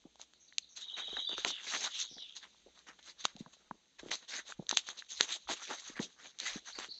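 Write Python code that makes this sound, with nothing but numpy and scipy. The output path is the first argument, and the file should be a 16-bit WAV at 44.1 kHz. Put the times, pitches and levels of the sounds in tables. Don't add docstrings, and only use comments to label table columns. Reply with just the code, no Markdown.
import sys
import numpy as np
from scipy import signal
from scipy.fft import rfft, irfft, next_fast_len
from scipy.io import wavfile
from scipy.ndimage import uniform_filter1d, map_coordinates

SR = 44100
rng = np.random.default_rng(int(sys.argv[2]) if len(sys.argv) > 2 else 0)


def natural_amplitude(level_db):
    exponent = np.asarray(level_db, float) / 20
    return 10 ** exponent


def bounce(signal):
    frames = np.transpose(np.atleast_2d(signal))
    limited = np.clip(frames, -1, 1)
    pcm = np.round(limited * 32767).astype(np.int16)
    wavfile.write(sys.argv[1], SR, pcm)


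N = 308372

# start_s, length_s, crisp_leaves_level_db, dull_soil_level_db
SCUFF_EVENTS = [(0.183, 0.053, -51, -53), (0.751, 0.041, -41.5, -44), (0.787, 0.38, -60, -61),
                (0.796, .045, -43, -64), (0.965, 0.05, -43, -37), (1.049, 0.21, -56.5, -51.5),
                (1.272, 0.08, -51.5, -53), (1.364, 0.056, -39, -34), (1.424, 0.093, -34.5, -41.5),
                (1.525, 0.24, -47, -47), (1.665, 0.14, -33, -34.5), (1.794, 0.082, -31, -35.5),
                (1.868, 0.14, -42, -77), (1.964, 0.085, -34, -61), (2.348, 0.031, -39.5, -58),
                (2.406, 0.046, -89, -48.5), (2.739, 0.075, -62, -56.5), (2.864, 0.038, -62.5, -42),
                (2.985, 0.01, -54, -43.5), (3.023, 0.097, -49, -56.5), (3.179, 0.049, -43, -58),
                (3.238, 0.022, -32, -31.5), (3.38, 0.036, -52, -48.5), (3.522, 0.027, -49, -49),
                (3.982, 0.023, -47, -44.5), (4.019, 0.1, -59, -51), (4.106, 0.041, -28, -30),
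                (4.277, .12, -35.5, -36.5), (4.451, 0.08, -43, -50.5), (4.685, 0.067, -37, -46.5),
                (4.764, 0.028, -28, -33.5), (4.86, 0.055, -40, -42.5), (4.966, 0.039, -46.5, -51),
                (5.083, 0.056, -39.5, -69.5), (5.135, 0.07, -41.5, -69.5), (5.19, 0.065, -33, -37),
                (5.266, 0.096, -32.5, -43), (5.476, 0.062, -32, -32), (5.546, 0.15, -43, -50.5),
                (5.667, 0.079, -43, -37.5), (5.723, 0.1, -42, -46), (5.813, 0.12, -45.5, -48.5),
                (5.948, 0.04, -73, -44), (5.992, 0.064, -36, -44), (6.186, 0.12, -51.5, -50.5),
                (6.389, 0.13, -35.5, -40), (6.487, 0.1, -42.5, -46.5), (6.645, 0.071, -43, -49.5),
                (6.729, 0.043, -65.5, -48), (6.78, 0.093, -42, -42)]
# start_s, crack_level_db, knock_level_db, knock_hz
SNAP_EVENTS = [(0.157, -48.5, -46, 820), (0.1976, -46, -41, 800), (0.2147, -31, -63, 1540),
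               (.336, -46, -46.5, 1650), (0.5254, -62, -40.5, 1920), (0.5828, -11.5, -26, 2330),
               (1.1685, -41, -24, 1680), (1.293, -32.5, -35.5, 1160), (1.381, -26, -23, 1390),
               (1.4488, -18, -10, 2330), (1.505, -32, -27, 1230), (2.183, -50, -41, 1760),
               (2.791, -43, -51, 1460), (3.2532, -11, -12, 1207), (3.3648, -37.5, -46, 1690.0),
               (3.462, -78.5, -39.5, 1000), (3.711, -53, -25.5, 965), (4.1162, -17.5, -19.5, 1880),
               (4.5227, -38, -27.5, 1490), (4.668, -56, -37, 3750), (4.6925, -14, -53, 1800),
               (4.712, -12.5, -17.5, 1450), (4.7282, -34, -25, 880), (4.772, -3.5, -18, 1360),
               (4.8887, -26, -21.5, 1770), (5.0231, -48.5, -32, 1680), (5.2092, -5, -9, 1730),
               (5.4741, -52, -39, 1250), (5.4901, -36, -26, 900), (5.993, -55, -24.5, 1810),
               (6.388, -29, -54, 1560), (6.401, -20.5, -35, 1510), (6.788, -25.5, -26.5, 1140)]
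# start_s, peak_level_db, pitch_hz
THUMP_EVENTS = [(0.049, -39, 270), (1.078, -39.5, 595), (1.127, -37.5, 427), (1.167, -32, 784),
                (1.292, -38, 564), (1.38, -34, 420), (1.447, -24, 910), (2.109, -52, 160),
                (2.161, -47.5, 283), (2.66, -41, 370), (3.349, -40.5, 199), (3.402, -29.5, 216),
                (3.458, -45, 183), (3.706, -35.5, 230), (4.028, -35, 316), (4.056, -41, 189),
                (4.091, -39, 382), (4.589, -27.5, 191), (4.722, -30.5, 330), (5.203, -30.5, 450),
                (5.495, -23, 740), (5.895, -38, 280), (5.993, -22.5, 226), (6.554, -29.5, 243),
                (6.782, -35, 370), (6.881, -47, 293)]
# delay_s, length_s, from_hz, to_hz, level_db, growth_per_repeat_db
TRILL_PAIR = [(0, 0.016, 3980, 3554, -38, 1.16), (0.014, 0.023, 2910, 3545, -38, 0.5)]
# start_s, length_s, from_hz, to_hz, level_db
CLEAR_WHISTLES = [(1.218, 0.029, 3806, 3980, -33), (1.239, 0.075, 4750, 4640, -43),
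                  (1.268, 0.017, 3440, 3695, -29), (6.724, 0.021, 3650, 5400, -41.5),
                  (6.745, 0.0232, 4950, 4220, -34.5), (6.886, 0.022, 3520, 5400, -36),
                  (6.904, 0.02, 4850, 3850, -34.5), (6.934, 0.018, 5170, 5830, -44.5)]
# start_s, length_s, from_hz, to_hz, level_db
BUZZY_NOTES = [(.395, 0.091, 6300, 5570, -58), (.685, 0.11, 6350, 5450, -54),
               (1.29, 0.084, 3535, 2720, -35.5), (1.46, 0.17, 3530, 2950, -40), (1.9, .19, 3276, 4260, -41),
               (2.085, 0.12, 5640, 4610, -42), (2.17, 0.14, 3770, 2720, -44)]
# frequency_hz, gain_db
LEAF_TONE = [(150, -38.5), (1200, -10), (2600, 0), (4000, 5.5), (7000, 4.5), (9000, -6.5)]
# frequency_hz, gain_db
SOIL_TONE = [(110, -30.5), (200, -10), (700, -5), (1100, -3.5), (1900, 0), (3200, -10), (7000, -13)]
# frequency_hz, gain_db
CRUMB_TONE = [(105, -28.5), (165, 2), (400, 4), (800, -5), (2500, -52)]
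# frequency_hz, gain_db
AIR_TONE = [(20, -32), (40, -16), (60, 1.5), (100, -19), (170, -5.5), (450, -10), (1100, -18), (2500, -13)]
# frequency_hz, gain_db
RUMBLE_TONE = [(20, -14.5), (45, -4.0), (75, -13.0), (95, -27.0), (140, -53)]
# frequency_hz, gain_db
OVERALL_TONE = [(2600, -5.5), (3850, 1.5), (5200, -11.5), (6400, 0), (6850, -4.5), (7000, -27.5),
                (7300, -6), (7750, -15), (8000, -44), (8400, -17.5), (8800, -27.5), (9300, -85)]


def unit(x):
    return x / np.sqrt(np.mean(x ** 2) + 1e-20)


def coloured(x, points):
    m = 2 * next_fast_len(N // 2 + 8192)
    f, db = np.transpose(points)
    gain_db = np.interp(np.log(np.fft.rfftfreq(m, 1 / SR) + 1), np.log(f + 1), db)
    cepstrum = irfft(np.log(natural_amplitude(gain_db)), m)
    cepstrum[1:m // 2] *= 2
    cepstrum[m // 2 + 1:] = 0
    response = np.exp(rfft(cepstrum))
    return irfft(rfft(x, m) * response, m)[:N]


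def add(into, start_s, x):
    part = into[round(start_s * SR):][:len(x)]
    part += x[:len(part)]


def wobble(rate):
    knots = rng.standard_normal(int(N * rate / SR) + 4)
    return map_coordinates(knots, [np.arange(N) * rate / SR])


def hump(cycles, peak):
    return cycles / peak * np.exp(1 - cycles / peak)


def crunch(points, per_second, spread_db, hiss, patchy_db):
    size_db = spread_db * np.minimum(rng.exponential(1, N), 4)
    breaks = (rng.random(N) < per_second / SR) * natural_amplitude(size_db) * rng.standard_normal(N)
    grains = unit(breaks) + hiss * rng.standard_normal(N)
    z = signal.stft(grains, nperseg=256)[2]
    field = uniform_filter1d(rng.standard_normal(z.shape), 6, 0)
    field = uniform_filter1d(field, 14, 1)
    patchy = signal.istft(z * natural_amplitude(patchy_db * unit(field)), nperseg=256)[1][:N]
    return unit(coloured(patchy, points))


def echoes(x, t60, gap):
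    t = np.arange(SR) / SR
    tail = rng.standard_normal(SR) * natural_amplitude(-60 * t / t60) * (t > gap)
    return signal.fftconvolve(x, tail / np.linalg.norm(tail))[:N]


def scuffs():
    roll_share, break_share = 0.61, 0.05
    loud_snap_db, snap_within_s = -26, .012
    settle_db, settle_t60_s = -26.5, 0.5
    crisp, dull = np.zeros(N), np.zeros(N)
    loud = np.array([s for s, crack_db, *_ in SNAP_EVENTS if crack_db > loud_snap_db])
    for s, length, crisp_db, dull_db in SCUFF_EVENTS:
        t = np.arange(round((length + 0.93) * SR)) / SR
        breaks = np.any((loud > s) & (loud < s + snap_within_s))
        top = (break_share if breaks else roll_share) * length
        press_times = [0, top, length, length + 0.018, length + 0.031]
        press = natural_amplitude(np.interp(t, press_times, [-11.5, -1.5, -9.0, -27.5, -48.5]))
        press += natural_amplitude(settle_db - 60 * np.maximum(t - length, 0) / settle_t60_s)
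        press *= 1 - np.exp(-t / 0.0072)
        add(crisp, s, natural_amplitude(crisp_db) * press)
        add(dull, s, natural_amplitude(dull_db) * press)
    leaves = crunch(LEAF_TONE, per_second=3000, spread_db=2.6, hiss=.8, patchy_db=3)
    soil = crunch(SOIL_TONE, per_second=1500, spread_db=2.6, hiss=.8, patchy_db=4)
    crisp_judder = natural_amplitude(2 * wobble(45))
    dull_judder = natural_amplitude(3.3 * wobble(30))
    return crisp * crisp_judder * leaves + dull * dull_judder * soil


def snaps():
    cracks, knocks, t = np.zeros(N), np.zeros(N), np.arange(SR // 30) / SR
    noises = rng.standard_normal((len(SNAP_EVENTS), len(t)))
    for (s, crack_db, knock_db, hz), noise in zip(SNAP_EVENTS, noises):
        fade = .8 * natural_amplitude(-60 * t / .0035) + 0.07 * natural_amplitude(-60 * t / .04)
        burst = 6 * (t == 0) + noise * fade
        add(cracks, s, natural_amplitude(crack_db + 12.5) * burst / np.linalg.norm(burst))
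        overtone = 0.31 * np.sin(2 * np.pi * 1.62 * hz * t + noise[0])
        ring = np.sin(2 * np.pi * hz * t) + overtone
        peak_cycles = .9 if knock_db > crack_db + 8 else .44
        add(knocks, s - .0006, natural_amplitude(knock_db) * hump(hz * t, peak_cycles) * ring)
    return coloured(cracks, LEAF_TONE) + knocks


def thumps():
    out, t = np.zeros(N), np.arange(SR // 8) / SR
    noises = rng.standard_normal((len(THUMP_EVENTS), len(t)))
    for (s, db, hz), noise in zip(THUMP_EVENTS, noises):
        push = hump(hz * (t - .003).clip(0), 0.1) + 0.33 * noise * hump(t, 0.0072)
        b, a = signal.iirpeak(hz, 1.3, SR)
        knock = signal.lfilter(b, a, signal.lfilter(b, a, push))
        add(out, s, natural_amplitude(db) * knock / np.abs(knock).max())
    return out


def crumble():
    level_db, t60_s = -12.5, 0.18
    weight, t = np.zeros(N), np.arange(SR // 3) / SR
    for s, db, _ in THUMP_EVENTS:
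        decay = natural_amplitude(db + level_db - 60 * t / t60_s)
        add(weight, s, decay * (1 - np.exp(-t / 0.0045)))
    crumbs = crunch(CRUMB_TONE, per_second=210, spread_db=6.5, hiss=0.87, patchy_db=8.0)
    return weight * natural_amplitude(3.4 * wobble(60)) * crumbs


def ticks():
    out, t = np.zeros(N), np.arange(SR // 100) / SR
    for when, pitch, size in rng.random((160, 3)):
        hz = 500 * 10 ** pitch
        tick = hump(hz * t, 0.4) * np.sin(2 * np.pi * hz * t)
        add(out, when * N / SR, natural_amplitude(-65 + 14 * size ** 2) * tick)
    return out


def bird_notes():
    out = np.zeros(N)
    opening = [(.332 + k * .1425, .021, 5050, 3350, -61 + k * 5.5) for k in range(4)]
    trill = []
    for k in range(7):
        for delay, length, from_hz, to_hz, db, grows_db in TRILL_PAIR:
            trill.append((.821 + k * .0574 + delay, length, from_hz, to_hz, db + k * grows_db))
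    shake = np.sin(2 * np.pi * 190 * np.arange(N) / SR + 1.5 * wobble(150))
    # notes, pitch swing in hz, share of the note before it is loudest
    groups = (opening + trill + CLEAR_WHISTLES, 0, .5), (BUZZY_NOTES, 450, 0.12)
    for notes, swing_hz, peak in groups:
        for s, length, from_hz, to_hz, db in notes:
            u = np.linspace(0, 1, round(length * SR))
            glide = (from_hz + (to_hz - from_hz) * u) * (1 + rng.normal(0, .01))
            hz = glide + swing_hz * shake[round(s * SR):][:len(u)]
            swell = np.sin(np.pi / 2 * np.interp(u, [0, peak, 1], [0, 1, 0]))
            level = natural_amplitude(db + rng.normal(0, 1.95))
            add(out, s, level * swell * np.sin(2 * np.pi * np.cumsum(hz) / SR))
    return out


def birds():
    direct_db, echo_db = -5, -3
    song = bird_notes()
    near = song + .5 * echoes(song, t60=.06, gap=0)
    diffuse = sum(wobble(200) * echoes(song, t60=.5, gap=.01) for _ in range(3)) / np.sqrt(3)
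    return natural_amplitude(direct_db + 0.69 * wobble(250)) * near + natural_amplitude(echo_db) * diffuse


def handling_rumble():
    t = np.arange(N) / SR
    low = unit(coloured(rng.standard_normal(N), RUMBLE_TONE))
    swells = sum(natural_amplitude(0.69 * db) * np.exp(-((t - s) / 0.044) ** 2) for s, db, _ in THUMP_EVENTS)
    return natural_amplitude(-46) * swells * low


def forest_air():
    air = unit(coloured(rng.standard_normal(N), AIR_TONE))
    return natural_amplitude(-65.5 + 2.2 * wobble(1.0)) * air


def scene():
    steps = scuffs() + snaps() + thumps() + crumble() + ticks()
    steps = signal.lfilter(*signal.butter(3, 125, 'high', fs=SR), steps)
    step_echo = natural_amplitude(-28.0) * echoes(steps, t60=0.33, gap=0.0025)
    return (steps + step_echo + birds() + handling_rumble() + forest_air())[None]


def band_limit(x):
    return signal.sosfilt(signal.butter(12, 8770, fs=SR, output="sos"), x)


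def record(dry):
    heard = coloured(dry[0], OVERALL_TONE) + natural_amplitude(-103.5) * rng.standard_normal(N)
    return band_limit(heard[None])


dry = scene()
out = record(dry)
bounce(out)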